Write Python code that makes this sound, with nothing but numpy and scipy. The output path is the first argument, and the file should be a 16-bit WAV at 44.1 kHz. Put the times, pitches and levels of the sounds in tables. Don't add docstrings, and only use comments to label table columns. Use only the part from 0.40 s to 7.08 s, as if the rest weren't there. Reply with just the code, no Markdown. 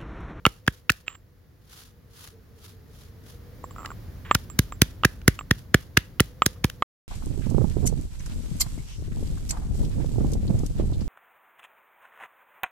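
import sys
import numpy as np
from scipy import signal
from scipy.fft import rfft, irfft, next_fast_len
from scipy.io import wavfile

SR = 44100
rng = np.random.default_rng(int(sys.argv[2]) if len(sys.argv) > 2 else 0)


def master(y):
    cut = np.clip(np.atleast_2d(y).T, -1, 1)
    pcm = np.round(cut * 32767)
    wavfile.write(sys.argv[1], SR, pcm.astype(np.int16))


N = 294572
T = np.arange(N) / SR
TOP_HZ = 16000

# (time [s], thump level [dB], push spread [ms],
# crush level [dB], crush treble [dB], knock level [dB], bowl pitch [Hz], knock lead over the thump [ms])
PULP_BLOWS = [(0.0673, -5.5, 0.39, -14.5, -2, 1.5, 1344, 2.82),
              (0.2816, -8.5, .6, -21, 0, -1.5, 1690, 2.47), (.504, -15, 0.62, -16.5, -1, -20, 1393, 2.5),
              (3.9528, -10.5, 0.82, -14, 1, -5, 1450, 0.31), (4.194, -4.5, 0.79, -15, 7.5, -14, 1640, 2),
              (4.4215, -2.5, 0.65, -6, 4, -11.5, 1690, 1.5),
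              (4.6537, -4.5, 0.54, -7.5, -2.5, -2, 1504, 6.7), (4.8827, 0, .55, -6.5, 3, -2, 1575, 3.36),
              (5.1139, -6, 0.68, -14, -3.5, -3, 1856, 3), (5.3475, -.5, .45, -8.5, -1.5, 1.5, 1730, 3.275),
              (5.576, -8, 0.66, -6, -6.5, -5.5, 1490, 5.6), (5.8067, -3, .48, -10.5, 1, -28, 1380, 2.5),
              (6.0654, -10, 0.49, -15.5, 8, -21, 1500, 2.5), (6.2466, -6, 0.65, -15, -2, -11.5, 987, 1.69)]


def undb(db):
    return 10 ** (np.asarray(db) / 20)


def unit(x):
    return x / np.sqrt(np.mean(x ** 2))


def add(out, s, sound):
    i = int(round(s * SR))
    out[:, i:i + sound.shape[-1]] += sound[..., :N - i]


def gains(points, size):
    hz, db = np.transpose(points)
    bins_hz = np.fft.rfftfreq(size, 1 / SR)
    return undb(np.interp(np.log(bins_hz + 1), np.log(hz), db))


def colour(x, points):
    size = x.shape[-1]
    return unit(irfft(rfft(x) * gains(points, size), size))


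def band(x, hz, kind):
    return signal.sosfilt(signal.butter(2, hz, kind, fs=SR, output="sos"), x)


def pair(likeness, size):
    mid, side = rng.standard_normal((2, size))
    shared = np.sqrt(1 + likeness) * mid
    opposed = np.sqrt(1 - likeness) * np.array([side, -side])
    return (shared + opposed) / np.sqrt(2)


def pan(db):
    return undb(np.array([[db], [-db]]) / 2)


def swell(peak_s, spread_s):
    return np.exp(-.5 * ((T - peak_s) / spread_s) ** 2)


def decay(t, t60_s):
    return np.exp(-np.log(1000) * t / t60_s)


def click(points, size=512):
    cepstrum = irfft(np.log(gains(points, size)))
    cepstrum[1:size // 2] *= 2
    cepstrum[size // 2 + 1:] = 0
    return irfft(np.exp(rfft(cepstrum)))


def mode(hz, t60_s):
    t = T[:SR // 4]
    return np.sin(2 * np.pi * hz * t) * decay(t, t60_s)


def open_air(rumble_top_hz=1000, hiss_bottom_hz=310):
    # (frequency [Hz], level [dB])
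    air_colour = [(20, -23.5), (42, 1), (65, -0.5), (92, 2.5), (150, -6.5), (250, -15.5), (450, -25),
                  (800, -33.5), (1900, -35), (2600, -41.5), (4800, -41.5), (8000, -47.5), (11000, -45),
                  (15500, -43)]
    # (time [s], rumble level [dB], hiss level [dB])
    air_levels = [(0, -53.5, -61), (.9, -56.5, -62.5), (2.6, -48.5, -56.5), (3.5, -41, -50),
                  (4.3, -40.5, -53), (5.4, -44.5, -56.5), (6.4, -45, -55.5)]
    s, rumble_db, hiss_db = np.transpose(air_levels)
    rumble = unit(band(colour(pair(0.9, N), air_colour), rumble_top_hz, "low"))
    hiss = unit(band(colour(pair(.3, N), air_colour), hiss_bottom_hz, "high"))
    return rumble * undb(np.interp(T, s, rumble_db)) + hiss * undb(np.interp(T, s, hiss_db))


def hum(waver_hz=24):
    # (time [s], pitch [Hz], level [dB])
    hum_track = [(0, 488, -62.5), (1.1, 490, -75.5), (2.0, 447.6, -61), (2.6, 435.3, -64.5),
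                 (3.2, 495, -57.5), (3.7, 488.7, -74.5), (5.6, 495, -67.5), (6.0, 499.5, -60.5),
                 (6.4, 493.5, -61)]
    s, pitch_hz, level_db = np.transpose(hum_track)
    phase = 2 * np.pi * np.cumsum(np.interp(T, s, pitch_hz)) / SR
    a, b = band(rng.standard_normal((2, N)), waver_hz, "low")
    tone = unit(a * np.cos(phase) + b * np.sin(phase))
    return undb(np.interp(T, s, level_db)) * tone


def yard(x, wet_db=-31, t60_s=0.26, onset_s=0.0053):
    # (frequency [Hz], level [dB])
    yard_colour = [(200, -2), (800, 5), (1600, 0.5), (3000, 3.5), (6000, -1.5), (10000, -7), (16000, -28)]
    t = T[:SR // 2]
    tail = colour(pair(0.12, len(t)), yard_colour) * decay(t, t60_s) * (1 - np.exp(-t / onset_s))
    tail = unit(tail) / np.sqrt(len(t))
    return undb(wet_db) * signal.fftconvolve(x, tail, axes=1)[:, :N]


def rustle(grain_db=6, lift_s=0.027, lift_spread_s=0.056, patchy_db=2.5, patchy_hz=45):
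    # (start [s], length [s], relative level [dB])
    sweeps = [(1.304, 0.18, -52), (1.755, 0.15, -51.5), (2.196, 0.14, -55.5), (2.524, 0.17, -59),
              (2.862, 0.1, -56)]
    # (frequency [Hz], level [dB])
    scrape_colour = [(500, -10), (1300, 1.5), (2200, -5), (3200, 0.5), (5000, -0.5), (7500, -3),
                     (11000, -2.5), (16000, -10)]
    juice_db, juice_growth = -50.5, .3
    sweep_gain_db, peak_share, spread_share = 4, 0.44, 0.36

    juice = sum(undb(juice_db + juice_growth * thump_db) * swell(s + lift_s, lift_spread_s) * (T > s)
                for s, thump_db, *_ in PULP_BLOWS)
    fingers = sum(undb(db + sweep_gain_db) * swell(s + peak_share * length_s, spread_share * length_s)
                  for s, length_s, db in sweeps)
    clumps = undb(patchy_db * unit(band(rng.standard_normal(N), patchy_hz, "low")))
    grains = pair(0.16, N) * clumps * undb(grain_db * rng.standard_normal(N))
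    return (juice + fingers) * colour(grains, scrape_colour)


def thumps(ground_hz=108, ground_width_hz=83, soil_hz=52, soil_width_hz=19):
    push = sum(undb(db) * swell(s + 0.00022, push_ms / 1000) for s, db, push_ms, *_ in PULP_BLOWS)
    push = push + 1e-18
    for hz, width_hz in (ground_hz, ground_width_hz), (soil_hz, soil_width_hz):
        swing = [1, 2 * np.pi * width_hz, (2 * np.pi * hz) ** 2]
        push = signal.lfilter(*signal.bilinear([1, 0, 0], swing, SR), push)
    return push * pan(-0.91)


def crush(peak_s, db, squeeze_ms, treble_db, grain_db=4, settle_db=-23, settle_s=0.0088, build_s=.002,
          size=4096):
    # (frequency [Hz], level [dB])
    pulp_colour = [(300, -13), (550, 1), (900, -11), (1700, 10.5), (2200, 2), (3000, 1.5), (4200, -1),
                   (5200, -0.5), (7500, -4), (10500, -2.5), (13000, -8.5), (16000, -9.5)]
    t = T[:size] - T[size // 4]
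    grains = colour(pair(0.34, size) * undb(grain_db * rng.standard_normal(size)), pulp_colour)
    grains = grains + (undb(treble_db) - 1) * band(grains, 3500, "high")
    squeeze = np.exp(-np.abs(t / (squeeze_ms / 1000)) ** 1.5)
    settle = undb(settle_db) * np.exp(-np.abs(t) / np.where(t > 0, settle_s, build_s))
    return peak_s - T[size // 4], undb(db) * (squeeze + settle) * grains


def pulp(lead_s=0.0026, crush_gain_db=2, tick_ms=1.5918):
    # (time [s], level [dB], treble [dB])
    lift_ticks = [(0.267, -39.5, 0), (.52, -33, 8), (1.8755, -40, 4), (3.4605, -28.5, -8),
                  (4.817, -44.5, -12.5), (6.2536, -36.5, 9.5), (6.2999, -31.5, 0)]
    squeeze_ms, halving_db = 1.2886, 13.5
    out = np.zeros((2, N))
    for s, thump_db, _, db, treble_db, *_ in PULP_BLOWS:
        blow_ms = squeeze_ms * 2 ** (-thump_db / halving_db)
        add(out, *crush(s - lead_s, db + crush_gain_db, blow_ms, treble_db))
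    for s, db, treble_db in lift_ticks:
        add(out, *crush(s, db, tick_ms, treble_db))
    return out


def clack(bowl_hz, bowl_db, wall_hz, wall_db, ring_db, contact_db=16, bowl_t60_s=0.017,
          wall_t60_s=0.0085, contact_hz=4500, scatter_db=-17, scatter_t60_s=0.024):
    # (frequency [Hz], level [dB])
    contact_colour = [(100, -18), (550, -16), (850, -8.5), (1250, 0.5), (1800, 4), (2300, -0.5), (3100, -3),
                      (3700, -10.5), (5500, -30.5), (10000, -36.5), (16000, -33)]
    # (frequency [Hz], relative level [dB], t60 [s])
    pestle_modes = [(7390, -32.5, .09), (7260, -38.5, .055), (14740, -50, .08)]

    bowl = undb(bowl_db - 3.5) * mode(bowl_hz, bowl_t60_s)
    wall = undb(wall_db - 5.0) * mode(wall_hz, wall_t60_s)
    body = band(bowl - wall, contact_hz, "low")
    crack = undb(contact_db) * click(contact_colour)
    body[:len(crack)] += crack
    out = -body * pan(-3.5)

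    t = T[:2048]
    scatter = colour(pair(0.61, len(t)), contact_colour) * decay(t, scatter_t60_s)
    scatter = scatter * (1 - np.exp(-t / .0005))
    add(out, 0, undb(scatter_db) * scatter)

    treble_limit_hz = min(11100 * 2 ** (wall_db / 9.5), TOP_HZ)
    ring = sum(undb(db + ring_db) * mode(hz, t60_s) for hz, db, t60_s in pestle_modes)
    return band(out, treble_limit_hz, "low") + ring * pan(-10)


def stones(slip_spread_db=3, drag_fade_db=-1.5):
    # (time [s], level [dB], bowl pitch [Hz], wall pitch [Hz], wall level [dB], pestle ring [dB])
    bare_clacks = [(0.0532, -1, 1297, 2830, 7.5, -8.5), (0.4954, -4.5, 1380, 2590, 10.5, -2),
                   (.6806, -30, 1270, 2630, 23.5, 23), (3.2409, -17, 1090, 2830, -34.5, 3.5),
                   (3.309, -33.5, 1120, 2900, -4, 17), (3.362, -27.5, 1300, 2860, -26, 6),
                   (3.447, -29, 1195, 2900, -9, -2), (3.912, 1, 1197, 2990, -12, 1.5),
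                   (4.1, -32.5, 1195, 2900, -2, 27.5), (4.323, -21.5, 1196, 2920, -8.5, 14),
                   (4.6354, -7, 1244, 2820, 1.5, -9), (4.9905, -21, 1236, 2670, 6.5, 15),
                   (5.01, -24.5, 1174, 2950, -15, -11), (5.798, -8, 1364, 2965, 10.5, -2.5),
                   (6.0202, 0.5, 1240, 3070, -1, 1), (6.423, -3.5, 1198, 2996, -5.5, -4.5)]
    # (start [s], end [s], mean gap [ms], slip level [dB], bowl level [dB], wall level [dB], pestle ring [dB])
    drags = [(0.662, 0.758, 3, -39.5, -5, -1, 13.5), (3.372, 3.52, 10.5, -32, 5.5, -22, 12),
             (3.848, 3.944, 2.1, -34.5, -9, -10.5, -7.5), (0.124, .175, 3.7, -59, -1, 5, -9),
             (5.8, 5.735, 4.5, -43, -3.5, -10.5, -9.5), (6.152, 6.175, 4.7, -50, 3.5, -10, -12)]
    slip_hz, slip_scatter = np.array((1239, 2860)), np.array((.06, .04))

    out = np.zeros((2, N))
    for s, *_, db, hz, ahead_ms in PULP_BLOWS:
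        knock = clack(hz, -0.5, 1.5 * hz, -9.5, -26, bowl_t60_s=0.014)
        add(out, s - ahead_ms / 1000, undb(db) * knock)
    for s, db, bowl_hz, wall_hz, wall_db, ring_db in bare_clacks:
        add(out, s, undb(db) * clack(bowl_hz, 2.5, wall_hz, wall_db, ring_db))
    for start, end, gap_ms, db, bowl_db, wall_db, ring_db in drags:
        slips = start + gap_ms / 1000 * np.cumsum(rng.uniform(.5, 1.5, 40))
        chance = rng.standard_normal((len(slips), 3))
        for s, (force, *stray) in zip(slips[slips < end], chance):
            bowl_hz, wall_hz = slip_hz * (1 + slip_scatter * stray)
            slip = clack(bowl_hz, bowl_db, wall_hz, wall_db, ring_db)
            fade_db = drag_fade_db * (s - start) / (end - start)
            add(out, s, undb(db + fade_db + slip_spread_db * force) * slip)
    return out


def ports(x, lag_ms=0.056):
    size = next_fast_len(N + 64)
    lag = np.exp(-2j * np.pi * np.fft.rfftfreq(size, 1 / SR) * lag_ms / 1000)
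    late = irfft(rfft(x[1], size) * lag, size)
    return np.array([x[0], late[:N]])


def scene(clack_spill_db=-7):
    around = open_air() + hum() + rustle()
    pounding, clacks = thumps() + pulp(), stones()
    scattered = yard(pounding + undb(clack_spill_db) * clacks)
    return ports(pounding + clacks) + scattered + around


def record(dry, left_notch_hz=8000, right_notch_hz=8600, notch_width_hz=1500, end_s=6.431):
    hollow = np.array([signal.lfilter(*signal.iirpeak(hz, hz / notch_width_hz, fs=SR), x)
                       for hz, x in zip((left_notch_hz, right_notch_hz), dry)])
    clipped = np.clip(dry - hollow, -1, 1)
    x = clipped * np.clip((end_s - T) * 500, 0, 1)
    return signal.sosfilt(signal.ellip(8, .2, 70, TOP_HZ, fs=SR, output="sos"), x)


dry = scene()
out = record(dry)
master(out)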